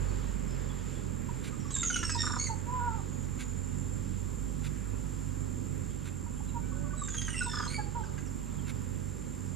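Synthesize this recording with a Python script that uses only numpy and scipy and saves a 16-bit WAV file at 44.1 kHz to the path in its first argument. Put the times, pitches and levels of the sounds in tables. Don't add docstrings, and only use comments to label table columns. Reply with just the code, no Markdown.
import sys
import numpy as np
from scipy import signal
from scipy.fft import rfft, irfft, next_fast_len
from scipy.io import wavfile
from scipy.ndimage import uniform_filter1d

SR = 44100
rng = np.random.default_rng(int(sys.argv[2]) if len(sys.argv) > 2 else 0)


def gain_from_db(level_db):
    decades = np.asarray(level_db, float) / 20
    return 10 ** decades


def pcm_store(signal):
    levels = np.round(np.clip(np.atleast_2d(signal), -1, 1) * 32767)
    wavfile.write(sys.argv[1], SR, levels.astype(np.int16).T)


N = 421155
T = np.arange(N) / SR
SIZE = next_fast_len(N + SR)
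HZ = np.maximum(np.arange(SIZE // 2 + 1) * SR / SIZE, 1)

# f/Hz, left minus right/dB, left's lead less one full turn/rad, likeness of diffuse sound/0-1
PORTS = [(45, -10, -1.2, .97), (110, -13, -1.6, .65), (200, -11, -3.3, .3), (400, -5, -3.7, .5),
         (700, -3, -3.9, .45), (1300, -2, -5.2, .4), (2100, -2, -6.1, .7), (4300, -2.5, -6.3, .78),
         (7800, -3.3, -6.3, .87), (14400, 0, -6.3, .86)]
# f/Hz, level/dB per Hz
BED = [(25, -73), (60, -69), (110, -66), (270, -71.5), (350, -77), (560, -82.5), (820, -86.5), (1300, -89),
       (2600, -95.5), (4000, -101), (8500, -102), (13000, -108), (14200, -111), (15000, -140)]
# t/s, firing rate f/Hz, level/dB of the fundamental, level/dB of the second harmonic
ENGINE = [(0.0, 45.06, -33, -41), (0.16, 45.62, -36, -40.5), (0.5, 43.74, -39.5, -54),
          (0.66, 45.49, -40, -44), (1.57, 43.85, -50, -48.5), (1.89, 47.1, -44.5, -42.5),
          (2.308, 45.63, -46, -44.5), (4.92, 48.34, -40.5, -43.5), (6.199, 46.15, -49.5, -43.5),
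          (6.46, 46.6, -41.5, -46), (9.34, 46.56, -48, -45.5), (9.55, 47.07, -53.5, -41)]
# multiple of the firing rate, level/dB
ENGINE_ORDERS = [(1.5, -57.5), (3, -48), (4, -54), (5, -57), (5.5, -55.5)]
# f/Hz, width/Hz of one pass, gain/dB
CHORUS = [(7310, 210, -6.5), (7148, 250, -6.5), (6700, 184, -12)]
# start t/s, end t/s
CHATTER_SPELLS = [(0, 1.3), (5.9, 6.8), (8, 9)]
# t/s, length/s, start f/Hz, end f/Hz, level/dB
THIN_WHISTLES = [(.062, 0.052, 4500, 4420, -66), (0.475, 0.13, 5210, 5150, -69),
                 (.695, 0.0224, 3490, 3300, -60), (0.952, 0.032, 3450, 3310, -65),
                 (1.6, 0.022, 5600, 5760, -65), (1.62, 0.05, 5200, 5150, -68),
                 (1.68, 0.016, 5700, 5400, -61), (3.03, 0.5, 6850, 7010, -63),
                 (3.228, 0.027, 6500, 4994, -68), (3.42, .55, 7020, 7390, -58),
                 (6.32, .11, 9900, 9950, -73), (6.48, .025, 4100, 3700, -68), (6.57, 0.49, 1500, 1487, -66),
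                 (6.625, 0.05, 2280, 2344, -68), (6.703, 0.29, 540, 619, -60),
                 (8.025, 0.053, 6400, 4154, -70), (8.251, 0.038, 6314, 4970, -66),
                 (8.582, 0.025, 3450, 2980, -64)]
# t/s, nominal length/s, level/dB ahead of the body
RASPS = [(1.428, 0.0504, -51.5), (3.381, 0.045, -52), (4.63, 0.04, -52), (6.039, 0.044, -55),
         (7.69, 0.046, -54), (8.663, 0.041, -53)]
# f/Hz, width/Hz of one pass, gain/dB
RASP_RING = [(1577, 340, 9.5), (2230, 1520, 10.5), (3420, 1300, 2.5), (5780, 1200, 1.5), (9050, 2200, -0.5)]
# t/s, length/s, pitch f/Hz, level/dB
CLUCKS = [(1.288, 0.023, 479, -42), (1.336, 0.026, 438.8, -52), (1.52, 0.035, 616, -53.5),
          (1.647, 0.032, 570, -51.5), (2.146, 0.045, 471, -37), (6.257, 0.036, 469, -51.5),
          (6.402, .018, 413, -47), (6.537, 0.088, 466, -42.5), (6.714, 0.033, 559, -55),
          (6.831, 0.073, 567, -55), (6.897, 0.045, 748, -56), (6.931, 0.0245, 574, -44.5),
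          (7.013, .025, 579, -37), (7.406, 0.034, 727, -32), (7.459, 0.04, 477, -37.5),
          (7.782, .05, 825, -50), (8.031, 0.022, 775, -48.5)]
# t/s, pitch f/Hz, level/dB, level/dB of the snap ahead of its ring, throat f/Hz
KNOCKS = [(1.703, 543, -53, -39, 1100), (1.761, 535, -43.5, -38, 1385), (1.829, 666, -37.5, -30.5, 1600),
          (1.9, 710, -36, -34.5, 1440), (1.958, 706, -34.5, -29, 1460), (2.028, 334.4, -37, -34.5, 1449),
          (2.093, 314, -38, -33.5, 1510), (7.081, 382, -45, -40.5, 1470), (7.142, 310, -44, -37, 1488),
          (7.214, 311.2, -47.5, -33.5, 1713), (7.279, 310, -43, -40, 1610),
          (7.342, 653, -40.5, -54.5, 1830), (8.178, 396, -49, -47, 1650)]
# f/Hz, width/Hz of one pass, gain/dB
SNAP_RING = [(4646, 450, -9), (6500, 370, 5.5), (8300, 300, -8), (3000, 2500, -9.5)]
# t/s, level/dB, throat f/Hz
GULPS = [(2.231, -38.5, 1210), (2.265, -34.5, 1340), (2.295, -38.5, 1110), (2.328, -36.5, 1300),
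         (2.362, -37, 1035), (7.532, -39, 1250), (7.565, -42.5, 1327), (7.595, -37, 1190),
         (7.628, -40, 1323), (7.658, -38.5, 1120)]
# t/s, pitch f/Hz, level/dB of the second harmonic, third harmonic/dB against it
COOS = [
    [(2.49, 450.4, -49.5, -15), (2.504, 454, -35, -30), (2.524, 446, -43, -24), (2.54, 416, -40, -18.5),
     (2.57, 445, -70, -8.5)],
    [(2.66, 473.1, -55, -11), (2.692, 482.7, -39.5, -27), (2.762, 501.3, -35.5, -38),
     (2.81, 475.3, -34.5, -9), (2.848, 488, -35, -14), (2.882, 476, -33, -8.5), (2.904, 457, -36, -20.5),
     (2.922, 442.4, -42, -3), (2.958, 451, -37.5, -25), (2.966, 447, -48, -8), (3.01, 375, -49, -4.5)],
    [(7.78, 421.6, -42.5, -16), (7.796, 422, -31.5, -41), (7.838, 427, -57, -23),
     (7.864, 415.5, -50, -21.5), (7.9, 417.5, -50, -15)],
    [(7.95, 463, -42, -13.5), (7.964, 478.5, -37.5, -22), (7.99, 460.5, -40.5, -25),
     (8.006, 442, -40, -24.5), (8.02, 422.2, -45, -22), (8.036, 430, -57, -6), (8.07, 435, -53, -13),
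     (8.1, 429.8, -62, -8)],
]
# t/s, pitch f/Hz, level/dB of the beak resonance, its centre f/Hz, throat resonance/dB against it
FALLS = [
    [(1.712, 3850, -38.5, 7600, -12), (1.735, 4050, -44, 8000, -6), (1.749, 3716, -30, 7320, -13),
     (1.807, 3735, -36, 7380, -0.5), (1.821, 3574, -27, 7180, -35.5), (1.843, 3584, -36.5, 6740, -17),
     (1.871, 3300, -26, 6500, -28), (1.953, 2950, -40, 7000, 2), (1.969, 2980, -41, 6800, -4),
     (1.989, 2894, -42.5, 7060, 0.5), (2.057, 2785, -33, 6300, -19), (2.097, 2713, -34, 7160, -8),
     (2.117, 2600, -35.5, 6800, -15), (2.155, 2594, -35, 5730, -15)],
    [(6.97, 3945, -44, 7810, -13.5), (7.022, 3855, -43.5, 7690, -9.5), (7.072, 3646, -42, 7270, -14),
     (7.112, 3464, -45.5, 7300, -11), (7.186, 3223, -34.5, 7330, -10), (7.246, 3265, -47.5, 6678, -5),
     (7.292, 2918, -37.5, 8700, -2.5), (7.322, 2990, -48.5, 8750, -3.5), (7.34, 2810, -43.5, 8300, -0.5),
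     (7.38, 2753, -39, 7860, 0), (7.412, 2667, -37, 7920, -16), (7.424, 2745, -34, 7850, 1),
     (7.452, 2670, -34.5, 7780, -28), (7.465, 2620, -45.5, 7850, -12)],
]
# same columns, then level/dB of the fundamental
BUZZES = [
    [(2.152, 1825, -29, 6880, -12, -40), (2.17, 1877, -35, 6500, -8, -46), (2.184, 1913, -38, 5730, 5, -42),
     (2.2, 1830, -34, 5550, -4, -41), (2.218, 1828, -31, 5900, -6, -42),
     (2.244, 1786, -39, 6300, -13.5, -49), (2.266, 1884, -32.5, 7100, -6, -66),
     (2.294, 1867, -35, 6600, -8, -70), (2.38, 1814, -42, 6500, -17.5, -61.5)],
    [(2.388, 2200, -39, 6540, -4, -60), (2.401, 2180, -36, 6500, -9, -47),
     (2.433, 2246, -37.5, 6450, -2, -46), (2.455, 2250, -36, 6500, 4, -48.5),
     (2.466, 2246, -38, 6700, -14.5, -48), (2.476, 2036, -41, 7300, -10, -42),
     (2.495, 2070, -59, 6710, -6, -58)],
    [(7.462, 1928, -47.5, 7310, 2, -67), (7.486, 1880, -39, 6660, 1.5, -58),
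     (7.506, 1778, -45, 5700, -2, -48), (7.54, 1790, -38.5, 5210, -5, -48),
     (7.58, 1770, -39.5, 5244, -2.5, -46), (7.594, 1722, -35.5, 5310, -15, -37),
     (7.622, 1684, -39.5, 5230, -11.5, -46), (7.668, 1617, -39.5, 7300, -9, -49)],
    [(7.67, 2083, -58, 8310, 17, -62), (7.684, 2160, -51.5, 8300, 18, -60),
     (7.694, 2150, -45, 7720, 2, -62.5), (7.704, 2207, -45, 8100, 1.5, -46),
     (7.736, 2260, -53, 8150, 7, -45), (7.746, 2265, -49, 8410, 3, -40.5), (7.77, 2256, -55, 8100, 15, -47),
     (7.782, 2207, -53, 8140, -3, -57)],
]


def along(table, column):
    table = np.array(table, float)
    return np.interp(np.log(HZ), np.log(table[:, 0]), table[:, column])


def ring(x, modes):
    gain = sum(gain_from_db(db) / (1 + 1j * (HZ - hz ** 2 / HZ) / width) ** 2 for hz, width, db in modes)
    return irfft(rfft(x, SIZE) * gain, SIZE)[:N]


def walk(rate):
    hold = int(SR / rate)
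    steps = np.repeat(rng.standard_normal(N // hold + 1), hold)
    return 1.2 * uniform_filter1d(uniform_filter1d(steps, hold), hold)[:N]


def swell(length, attack):
    u = np.linspace(0, 1, max(int(length * SR), 8))
    attack = np.clip(attack, .02, .9)
    return np.sin(np.pi / 2 * np.minimum(u / attack, (1 - u) / (1 - attack))) ** 2


def tone(hz):
    return np.sin(2 * np.pi * np.cumsum(hz) / SR)


def add(out, s, x):
    i = int(s * SR)
    out[i:i + len(x)] += x[:N - i]


def ports(x, stray=None, aslant=1):
    like = 1 if stray is None else np.clip(along(PORTS, 3), 0, 1)
    right = gain_from_db(-along(PORTS, 1))
    turn = np.exp(-1j * aslant * (along(PORTS, 2) + 2 * np.pi))
    norm = 2 / np.sqrt(1 + right ** 2 + 2 * right * like * turn.real)
    a = rfft(x, SIZE) * norm
    b = a * like * turn
    if stray is not None:
        b = b + rfft(stray, SIZE) * norm * np.sqrt(1 - like ** 2)
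    return irfft(np.array([a, b * right]), SIZE)[:, :N]


def bed():
    pair, gust = np.zeros((2, N)), walk(0.17)
    leaving_db = 5.4 * np.exp(-T / 1.32)
    for hz in 30 * 2. ** np.arange(10):
        share = np.cos(np.pi / 2 * np.clip(np.log2(HZ / hz), -1, 1))
        noise = rfft(rng.standard_normal((2, N)), SIZE)
        band = irfft(noise * share * gain_from_db(along(BED, 1)), SIZE)[:, :N]
        pair += band * gain_from_db(.2 * gust + 1.2 * walk(6) + (400 < hz < 4000) * leaving_db)
    return ports(*pair * np.sqrt(SR / 2))


def engine():
    s, hz, *levels = np.transpose(ENGINE)
    phase = 2 * np.pi * np.cumsum(np.interp(T, s, hz) * (1 + 0.01016 * walk(8))) / SR
    orders = [(k, np.interp(T, s, db)) for k, db in enumerate(levels, 1)] + ENGINE_ORDERS

    def path():
        return sum(gain_from_db(db + 0.6 * k * walk(10)) * np.sin(k * phase + 0.35 * k * walk(7)) for k, db in orders)

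    return np.sqrt(2) * ports(path(), path())


def insect():
    throb_hz, buzz_hz, buzz_db, chorus_db = 71.7, 7510, -51, -33
    throb = .25 + np.sin(np.pi * (throb_hz * T + .05 * walk(3))) ** 4

    def buzz():
        return throb * gain_from_db(0.88 * walk(150)) * tone(buzz_hz * (1 + 0.013 * walk(400)))

    def chorus():
        return ring((1 + 0.25 * throb) * rng.standard_normal(N), CHORUS)

    near = gain_from_db(buzz_db + 0.3 * walk(1.9)) * ports(buzz(), buzz())
    far = gain_from_db(chorus_db + 0.65 * walk(2.91)) * ports(chorus(), chorus())
    return near + far


def chatter(count):
    out = np.zeros(N)
    length = .035
    for spell, when, pitch, bend, size in rng.random((count, 5)):
        start, end = CHATTER_SPELLS[int(spell * len(CHATTER_SPELLS))]
        rough = 1 + 4 * uniform_filter1d(rng.standard_normal(int(length * SR)), 40)
        env = swell(length, .4) * rough
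        hz = (2400 + 1000 * pitch) * np.linspace(1, 1 + 0.178 * bend, len(env))
        add(out, start + when * (end - start), gain_from_db(-69 + 4.6 * size) * env * tone(hz))
    return out


def thin_whistles():
    out = np.zeros(N)
    for s, length, start_hz, end_hz, db in THIN_WHISTLES:
        env = swell(length, 0.45) ** 0.1
        add(out, s, gain_from_db(db) * 2 * env * tone(np.linspace(start_hz, end_hz, len(env))))
    return out * gain_from_db(2.2 * walk(60))


def rasps():
    out = np.zeros(N)
    for s, length, db in RASPS:
        whole = 1.4 * length
        env = swell(whole, .55) ** .4 * gain_from_db(2 * walk(300)[:int(whole * SR)])
        crackle = rng.standard_normal(len(env)) * (rng.random(len(env)) < .15)
        add(out, s, 5 * gain_from_db(db) * env * crackle)
    return ring(out, RASP_RING)


def trees(x, t60, thin_hz):
    t = T[:SR // 2]
    tail = rng.standard_normal((2, len(t))) * 1000 ** (-t / t60) * (t > .006)
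    tail /= np.linalg.norm(tail[0])
    return irfft(rfft(x, SIZE) * rfft(tail, SIZE) / (1 - 1j * thin_hz / HZ), SIZE)[:, :N]


def bursts(rows, sag, bubble, attack):
    out = np.zeros(N)
    k = np.arange(1, 13)[:, None]
    turns = rng.uniform(0, 2 * np.pi, (len(rows), 12, 1))
    for (s, length, hz, db, throat_hz, width), turn in zip(rows, turns):
        env = swell(length, attack)
        env = env * (1 + bubble * np.sin(2 * np.pi * 115 * T[:len(env)]))
        phase = 2 * np.pi * np.cumsum(hz * np.linspace(1 + sag, 1 - sag, len(env))) / SR
        gain = 1 / (1 + ((k * hz - throat_hz) / (width / 2)) ** 2) ** 1.404
        harmonics = (gain * np.sin(k * phase + turn)).sum(axis=0) / np.linalg.norm(gain)
        add(out, s, gain_from_db(db) * 2 * env * harmonics)
    return out


def clucks():
    knock_s, gulp_s, gulp_hz = 0.025, 0.027, 238.5
    cluck_width, knock_width, gulp_width = 400, 900, 640
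    plain = [(s, length, hz, db, 2 * hz, cluck_width) for s, length, hz, db in CLUCKS]
    knocks = [(s, knock_s, hz, db, throat_hz, knock_width) for s, hz, db, _, throat_hz in KNOCKS]
    gulps = [(s, gulp_s, gulp_hz, db, throat_hz, gulp_width) for s, db, throat_hz in GULPS]
    low = bursts(plain, sag=0.04, bubble=0.077, attack=0.31)
    low += bursts(knocks, sag=0.061, bubble=0.27, attack=.12)
    low += bursts(gulps, sag=0.096, bubble=0.38, attack=.22)
    return low * gain_from_db(2.68 * walk(200))


def snaps():
    out = np.zeros(N)
    for s, _, _, db, _ in KNOCKS:
        env = swell(0.018, 0.028)
        add(out, s + .002, 3 * gain_from_db(db) * env * rng.standard_normal(len(env)))
    return ring(out, SNAP_RING)


def stacks(tables, gains, shake, drift, flutter_db, breath, pull=0):
    s, *controls = np.concatenate(tables).T
    hz, *controls = (np.interp(T, s, c) for c in controls)
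    sounding = sum((T >= rows[0][0]) & (T < rows[-1][0]) for rows in tables)
    gate = uniform_filter1d(np.minimum(sounding, 1.), 200)
    phase = 2 * np.pi * np.cumsum(hz * (1 + shake * walk(260) + drift * walk(45) - pull)) / SR
    stack = sum(g * gain_from_db(0.53 * flutter_db * walk(35)) * np.sin(k * phase)
                for k, g in enumerate(gains(hz, *controls), 1))
    unsteady = gain_from_db(flutter_db * walk(110)) * (1 + breath * walk(2200))
    return np.sqrt(2) * gate * stack * unsteady


def coo_gains(hz, db, third_db):
    return [gain_from_db(db - 19.5), gain_from_db(db), gain_from_db(db + third_db), gain_from_db(db - 49)]


def whistle_gains(hz, db, beak_hz, throat_db):
    beak_width, beak_from, top_hz = 2640, 4800, 9330
    throat_hz, throat_width = 3520, 1300
    partial = np.arange(1, 6)[:, None] * hz
    beak = 1 / (1 + (2 * (partial - beak_hz) / beak_width) ** 2) / (1 + (partial / top_hz) ** 16)
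    beak = beak * (partial > beak_from)
    throat = 1 / (1 + (2 * (partial - throat_hz) / throat_width) ** 2)

    def unit(g):
        return g / np.linalg.norm(g, axis=0)

    return gain_from_db(db) * (unit(beak) + gain_from_db(throat_db) * unit(throat))


def buzz_gains(hz, db, beak_hz, throat_db, first_db):
    return [gain_from_db(first_db), *whistle_gains(hz, db, beak_hz, throat_db)[1:]]


def song():
    low = clucks()
    strain = uniform_filter1d(np.abs(low), 220)
    pull = .045 * np.tanh(150 * uniform_filter1d(strain, 440))
    ripple = tone(78 * (1 + 0.15 * walk(20)))
    high = np.zeros(N)
    for part, gains in ((FALLS, whistle_gains), (BUZZES, buzz_gains)):
        high += stacks(part, gains, shake=.003, drift=.004, flutter_db=3, breath=.3, pull=pull + .007 * ripple)
    high = high * (1 + 0.6 * ripple)
    coupled = high * (1 + 45 * low) / (1 + 260 * strain)
    coos = stacks(COOS, coo_gains, shake=.008, drift=.006, flutter_db=1.4, breath=.1)
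    return gain_from_db(-4.5) * coupled + coos + low + snaps()


def scene():
    calls = song() + thin_whistles() + chatter(count=36)
    echoes = gain_from_db(-3.5) * ports(*trees(calls, t60=0.36, thin_hz=1900))
    direct = ports(calls + rasps(), aslant=0.493)
    return direct + echoes + engine() + insect() + bed()


def band_limit(x):
    return signal.sosfilt(signal.butter(12, 15010, fs=SR, output="sos"), x)


def record(dry):
    notch_hz, width, depth = 690, 260, .85
    notch = 1 - depth / (1 + 1j * (HZ - notch_hz ** 2 / HZ) / width)
    mix = irfft(rfft(dry, SIZE) * notch, SIZE)[:, :N]
    return band_limit(mix)


dry = scene()
out = record(dry)
pcm_store(out)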